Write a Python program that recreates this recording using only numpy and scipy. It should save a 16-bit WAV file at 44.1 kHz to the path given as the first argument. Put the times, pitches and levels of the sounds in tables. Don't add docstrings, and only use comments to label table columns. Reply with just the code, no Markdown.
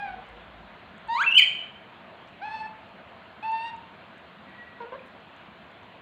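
import sys
import numpy as np
from scipy import signal
from scipy.fft import rfft, irfft, next_fast_len
from scipy.io import wavfile
from scipy.ndimage import uniform_filter1d, map_coordinates

SR = 44100
rng = np.random.default_rng(int(sys.argv[2]) if len(sys.argv) > 2 else 0)


def voltage_ratio(decibels):
    exponent = np.asarray(decibels, float) / 20
    return 10 ** exponent


def inscribe(sig):
    pcm = np.round(np.clip(np.atleast_2d(sig).T, -1, 1) * 32767)
    wavfile.write(sys.argv[1], SR, pcm.astype(np.int16))


N = 265041


def unit(x):
    return x / np.sqrt(np.mean(x ** 2) + 1e-20)


def along(points, hz):
    f, v = np.transpose(points)
    return np.interp(np.log(hz + 1), np.log(f + 1), v)


def wobble(n, rate):
    knots = rng.standard_normal(int(n * rate / SR) + 4)
    return map_coordinates(knots, [np.arange(n) * rate / SR])


def noise(spectrum):
    m = next_fast_len(N + 8192)
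    gain = voltage_ratio(along(spectrum, np.fft.rfftfreq(m, 1 / SR)))
    return unit(irfft(rfft(rng.standard_normal(m)) * gain, m)[:N])


def surge(s, db, rise, fall):
    t = np.arange(N) / SR - s
    return db + np.where(t < 0, rise * t, -fall * t)


# first in seconds, last in seconds, spacing in seconds, depth in dB, half width in seconds.
CATCHES = [(.018, .018, 1, -12, .006), (.052, .135, .0207, -9, .0045), (1.146, 1.164, .018, -9, .003),
           (1.313, 1.322, .0042, -15, .0012), (2.449, 2.449, 1, -7, .004),
           (2.466, 2.564, .0325, -15, .0053), (3.515, 3.578, .063, -4, .0055), (4.515, 4.515, 1, -20, .009),
           (4.572, 4.66, .088, -9, .008)]


def voice(notes, tones, mouth, jitter, flutter_db, fade, count):
    out = np.zeros(N)
    catches = []
    for start, stop, every, depth_db, half in CATCHES:
        catches += [(at, depth_db, half) for at in np.arange(start, stop + every / 2, every)]
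    for rows, (second_db, second_follows, third_db, third_follows, fourth_db) in zip(notes, tones):
        s, *cols = np.transpose(rows)
        begin = round(s[0] * SR)
        t = np.arange(begin, round(s[-1] * SR)) / SR
        hz, first, edge = (np.interp(t, s, c) for c in cols)
        first = first + sum(db * np.exp(-((t - at) / half) ** 2) for at, db, half in catches)
        sharper = edge - edge.mean()
        second = second_db + second_follows * sharper + along(mouth, 2 * hz)
        third = third_db + third_follows * sharper + along(mouth, 3 * hz)
        turns = np.cumsum(hz * (1 + jitter * wobble(len(t), 64.0))) / SR
        since = t - s[0] + (s[0] == 0)
        edges = np.clip(np.minimum(since, s[-1] - t) / fade, 0, 1)
        for k in range(1, count + 1):
            if k <= 3:
                db = (first, second, third)[k - 1]
            else:
                db = edge + along(mouth, k * hz) + (k == 4) * fourth_db
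            drift_db = flutter_db * np.sqrt(k) * wobble(len(t), 23)
            breath = 1 + (k > 3) * .4 * wobble(len(t), 900)
            heard = voltage_ratio(db + drift_db) * breath * (k * hz < 15700)
            swing = np.sqrt(2) * np.sin(2 * np.pi * (k * turns + rng.random()))
            out[begin:][:len(t)] += edges * heard * swing
    return out


# time in seconds, pitch in Hz, loudness in dB,
# edge in dB (how sharply the vocal folds close).
COOS = [
    [(0, 820, -39.5, -61.5), (.03, 815.4, -32, -65.5), (.06, 790.5, -34, -69), (.09, 751, -40, -69),
     (.125, 741.5, -41, -76.5), (.15, 751, -32, -78)],
    [(2.415, 725, -41, -68), (2.43, 804, -35.5, -62), (2.458, 862, -31.5, -58.5),
     (2.5, 850.4, -34.5, -60.5), (2.548, 887, -31.5, -54.5), (2.585, 864, -38.5, -58),
     (2.615, 877.3, -36, -58), (2.635, 870, -42.5, -66), (2.668, 875, -36.5, -59.5)],
    [(3.425, 824, -41, -59.5), (3.445, 887, -32, -63.5), (3.48, 887, -31.5, -59.5),
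     (3.515, 891.6, -30, -68.5), (3.54, 902.6, -27.5, -57), (3.595, 897, -34, -58.5),
     (3.655, 923.3, -31.5, -57), (3.675, 937.7, -43, -56), (3.708, 917, -33.5, -61)],
]
# second's mean in dB, its slope in dB per dB,
# third's mean in dB, its slope in dB per dB, lift of the fourth in dB.
COO_TONES = [(-44.5, 0.4, -51.5, 0.9, 3), (-46, -0.5, -48, 0.5, -4), (-49.5, 1.6, -43.5, 0, 2.5)]
# frequency in Hz, gain in dB.
THROAT = [(1500, 0), (3700, 0), (4500, -3), (5300, -15), (6300, -26), (7300, -31), (8350, -24), (9000, -35),
          (9900, -43), (11200, -34), (11700, -38), (12500, -54), (15000, -56)]


def coos():
    return voice(COOS, COO_TONES, THROAT, jitter=.002, flutter_db=.9, fade=.005, count=18)


# time in seconds, pitch in Hz, loudness in dB, edge in dB.
GLIDE = [
    [(1.083, 885, -40, -64), (1.1, 905, -26.5, -56), (1.122, 925, -24, -52), (1.148, 958, -29, -46),
     (1.17, 1045, -28, -47), (1.185, 1165, -30, -48), (1.2, 1315, -26, -42), (1.217, 1565, -22, -34),
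     (1.234, 1750, -29, -32)],
]
# second in dB, dB per dB, third in dB, dB per dB, fourth's lift in dB.
GLIDE_TONES = [(-40.5, 0.33, -50, .2, 1)]
# frequency in Hz, gain in dB.
OPENING = [(1950, 0), (2330, 9), (2700, 0), (3500, 0), (3950, 5), (4600, -2), (5000, -20), (5500, -30),
           (6800, -17), (7500, -24), (8500, -31), (9800, -46), (11300, -46), (12600, -60), (14800, -38)]


def glide():
    return voice(GLIDE, GLIDE_TONES, OPENING, jitter=.002, flutter_db=.9, fade=.003, count=16)


# time in seconds, pitch in Hz, loudness in dB, edge in dB.
SCREECH = [
    [(1.233, 1850, -28, -58), (1.242, 2380, -25, -61), (1.254, 2520, -29, -65)],
    [(1.263, 2700, -22, -80), (1.285, 2650, -17, -80), (1.307, 2680, -23, -80)],
    [(1.309, 2800, -28, -45), (1.316, 2890, -24, -43), (1.325, 2830, -18, -46), (1.332, 2750, -26, -48)],
    [(1.336, 2700, -27, -75), (1.349, 2850, -23, -75)],
]
# second in dB, dB per dB, third in dB, dB per dB, fourth's lift in dB.
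SCREECH_TONES = [(-56, 0, -48, 1.2, 0), (-62, 0, -64, 0, 0), (-38, 1.5, -45, 0, -3), (-58, 0, -58, 0, 0)]
SHRIEK = [
    [(1.348, 3050, -22, -45), (1.358, 2920, -15, -44), (1.363, 2910, -21, -50), (1.371, 3030, -11, -42),
     (1.375, 3050, -12, -32), (1.3785, 3080, -5.2, -27), (1.3825, 3080, -15, -30)],
    [(1.38, 2620, -15, -20), (1.39, 2380, -15, -24), (1.401, 2180, -18, -25)],
    [(1.402, 2100, -28, -53), (1.424, 1900, -33, -58)],
]
SHRIEK_TONES = [(-32.5, .2, -28, .25, 0), (-28, 4, -24, 1.9, 0), (-50, .8, -36, .9, 0)]
# frequency in Hz, gain in dB.
GAPE = [(3600, 0), (4700, -6), (5500, -26), (6800, -14), (8300, -22), (10000, -36), (11400, -24),
        (12600, -45), (14500, -30), (15500, -26)]


def screech():
    return voice(SCREECH, SCREECH_TONES, GAPE, jitter=.002, flutter_db=.3, fade=.002, count=7)


def shriek():
    return voice(SHRIEK, SHRIEK_TONES, GAPE, jitter=.002, flutter_db=.3, fade=.0016, count=7)


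# frequency in Hz, level in dB per Hz.
RASP_COLOUR = [(2060, -38.5), (3500, 5), (4460, 8.5), (5280, -16.5), (6860, -16.5), (8910, 1.5),
               (10200, -42), (11100, -30), (12400, -33), (13900, -1.5), (15500, -22.5)]


def rasp():
    crack_s, hold_s = 1.38, .02
    burst_db = surge(crack_s, -35.5, 11000, 280)
    release_db = surge(crack_s + hold_s, 0, 0, 2200)
    return voltage_ratio(burst_db + release_db) * noise(RASP_COLOUR)


# time in seconds, pitch in Hz, loudness in dB, edge in dB.
YAPS = [
    [(4.8, 513, -42, -61), (4.82, 473.3, -43.5, -61), (4.845, 471.5, -39.5, -66.5), (4.9, 489, -55, -80)],
    [(4.918, 536, -41, -58), (4.93, 515.5, -35, -59.5), (4.945, 522, -46, -55.5), (4.957, 540, -36, -69),
     (4.966, 604, -44, -65)],
]
# second in dB, dB per dB, third in dB, dB per dB, fourth's lift in dB.
YAP_TONES = [(-50.5, 1.13, -55, .45, 0), (-41, 1, -57, -.2, 0)]


def far_yaps():
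    yaps = voice(YAPS, YAP_TONES, THROAT, jitter=.02, flutter_db=1.2, fade=.007, count=4)
    return yaps * (1 + .3 * wobble(N, 300) + .12 * wobble(N, 5000))


# start in seconds, length in seconds, first pitch in Hz, last pitch in Hz, peak in dB.
FAR_TONES = [
    (4.46, 0.34, 1930, 1925, -50.5),
    (.14, 0.1, 468, 476, -55),
    (.29, .14, 463, 500, -55),
]


def far_tones():
    crest, swell_db, fade_db = 0.44, 7, 10.5
    notes = []
    for s, length, a, b, db in FAR_TONES:
        peak = (s + crest * length, (a + b) / 2, db, 0)
        notes.append([(s, a, db - swell_db, 0), peak, (s + length, b, db - fade_db, 0)])
    no_overtones = np.zeros((len(notes), 5))
    pure = voice(notes, no_overtones, THROAT, jitter=0.0045, flutter_db=2, fade=.01, count=1)
    return pure * (1 + 0.26 * wobble(N, 60))


# start in seconds, peak in dB, pitch in Hz.
TICKS = [(0.2635, -61, 6380), (0.2887, -60, 8070), (0.98, -58, 7330), (1.077, -55.5, 7800),
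         (2.2218, -70, 6940), (2.6738, -65, 7300), (2.8893, -68, 7000), (3.5169, -51, 7400),
         (3.6794, -59, 6510), (3.7632, -58, 7000), (4.1713, -68, 6410), (4.18, -60, 7660),
         (4.4947, -69, 7520), (5.2021, -66, 6170), (5.3637, -63, 6690), (5.6665, -68, 6030),
         (5.714, -66, 7170), (5.8316, -64, 6260)]
# start in seconds, peak in dB, pitch in Hz, pitch spread as a share, decay t60 in seconds.
RUSTLES = [
    (0.299, -55, 2800, 0.16, .03),
    (2.272, -61, 4530, 0.25, .06),
    (2.283, -69, 7350, 0.13, 0.055),
    (3.555, -49, 3200, 0.22, .02),
    (3.577, -57, 11000, 0.32, 0.014),
    (4.815, -48, 3000, 0.29, 0.075),
    (4.926, -56, 2800, 0.37, .07),
    (4.992, -35, 2440, .1, .015),
    (5.058, -67, 7400, .55, .06),
    (5.072, -67, 7450, 0.35, .05),
]


def ticks():
    out = np.zeros(N + SR)
    t = np.arange(4096) / SR
    hz = np.fft.rfftfreq(len(t), 1 / SR) + 1
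    contacts = [(*tick, 0.12, .015) for tick in TICKS]
    contacts += [tuple(rustle) for rustle in RUSTLES]
    for s, db, centre_hz, spread, t60 in contacts:
        colour = np.exp(-(np.log(hz / centre_hz) / spread) ** 2 / 2)
        grit = unit(irfft(rfft(rng.standard_normal(len(t))) * colour))
        onset = 1 - np.exp(-40 * t / t60)
        out[round(s * SR):][:len(t)] += voltage_ratio(db - 4.5 - 60 * t / t60) * onset * grit
    return out[:N]


# delay in seconds, level in dB.
WALLS = [
    (.017, -17),
    (.037, -14),
    (.051, -13.5),
]


def walls(x):
    echoes = sum(voltage_ratio(db) * np.pad(x, (round(s * SR), 0))[:N] for s, db in WALLS)
    return uniform_filter1d(echoes, size=5)


# frequency in Hz, level in dB.
ECHO_COLOUR = [(400, -1.5), (950, -2), (1600, -5.5), (2200, -4.5), (3050, 1), (4300, -2.5), (5300, -14),
               (6500, -4.5), (9000, -5), (10200, -8), (15000, -8.5)]
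# frequency in Hz, t60 in seconds.
ROOM = [(400, 0.46), (1000, 0.69), (3000, 0.6), (7000, 0.48), (14000, 0.22)]


def room(x, gap):
    hz, t, z = signal.stft(rng.standard_normal(SR), SR, nperseg=256)
    decay_db = along(ECHO_COLOUR, hz)[:, None] - 60 * t / along(ROOM, hz)[:, None]
    tail = signal.istft(z * voltage_ratio(decay_db), SR, nperseg=256)[1]
    delayed = np.pad(x, (round(gap * SR), 0))
    return signal.fftconvolve(delayed, tail / np.linalg.norm(tail))[:N]


# frequency in Hz, level in dB per Hz.
HISS = [(15, -52), (25, -36.5), (82, -2), (129, -6), (195, 2), (310, -7), (356, -3.5), (394, -7),
        (605, -3.5), (648, 1.5), (852, -5.5), (928, -2.5), (1500, -7), (1950, -40.5), (3300, -120)]
# frequency in Hz, level in dB per Hz.
FIZZ = [(880, -31.5), (1500, -4.5), (1640, 0), (1840, -2.5), (1990, -2), (2810, -5), (3360, -7.5),
        (4250, -16), (5430, -38.5), (7300, -36), (8970, -49), (14800, -50), (15700, -52)]


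def street():
    z = signal.stft(noise(HISS) + voltage_ratio(-4.5) * noise(FIZZ), nperseg=512)[2]
    patches = uniform_filter1d(uniform_filter1d(rng.standard_normal(z.shape), 5, 0), 12, 1)
    hiss = signal.istft(z * voltage_ratio(1.5 * unit(patches)), nperseg=512)[1][:N]
    settle_s = 0.65
    level_db = -49 + 2.5 * np.exp(-np.arange(N) / SR / settle_s)
    return voltage_ratio(level_db) * unit(hiss)


# peak in seconds, level in dB, rise in dB per second, fall in dB per second.
MOTOR = [
    (.3, -61, 45, 18),
    (.74, -62, -5, 560),
    (1.1, -61.5, 100, 450),
]
# frequency in Hz, level in dB per Hz.
DRONE = [(30, -4), (55, 32), (72, 10.5), (94, -27.5), (130, -21.5), (400, -120)]


def motor():
    level_db = np.max([surge(*row) for row in MOTOR], axis=0)
    return voltage_ratio(level_db) * noise(DRONE)


def background(loud):
    duck = 1 / (1 + uniform_filter1d(np.abs(loud), size=1300) / 0.25)
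    return duck * (street() + motor())


def scene():
    soft = coos() + glide() + screech()
    loud = shriek() + rasp()
    yaps, clicks = far_yaps(), ticks()
    filled = voltage_ratio(np.interp(np.arange(N) / SR, [0, .008, .05], [-30, 5, 0]))
    sent = soft * filled + voltage_ratio(2.5) * loud
    calls = soft + loud + walls(soft + voltage_ratio(5.0) * loud) + voltage_ratio(-11.5) * room(sent, gap=.008)
    far = yaps + voltage_ratio(-14) * room(yaps, gap=0.00382) + far_tones()
    cage = clicks + voltage_ratio(-12.0) * room(clicks, gap=0.0044)
    return (calls + far + cage + background(calls))[None]


def band_limit(x):
    return signal.sosfilt(signal.butter(12, 16050, fs=SR, output="sos"), x)


def record(dry):
    mix = dry + voltage_ratio(-86) * rng.standard_normal(dry.shape)
    return band_limit(mix)


dry = scene()
out = record(dry)
inscribe(out)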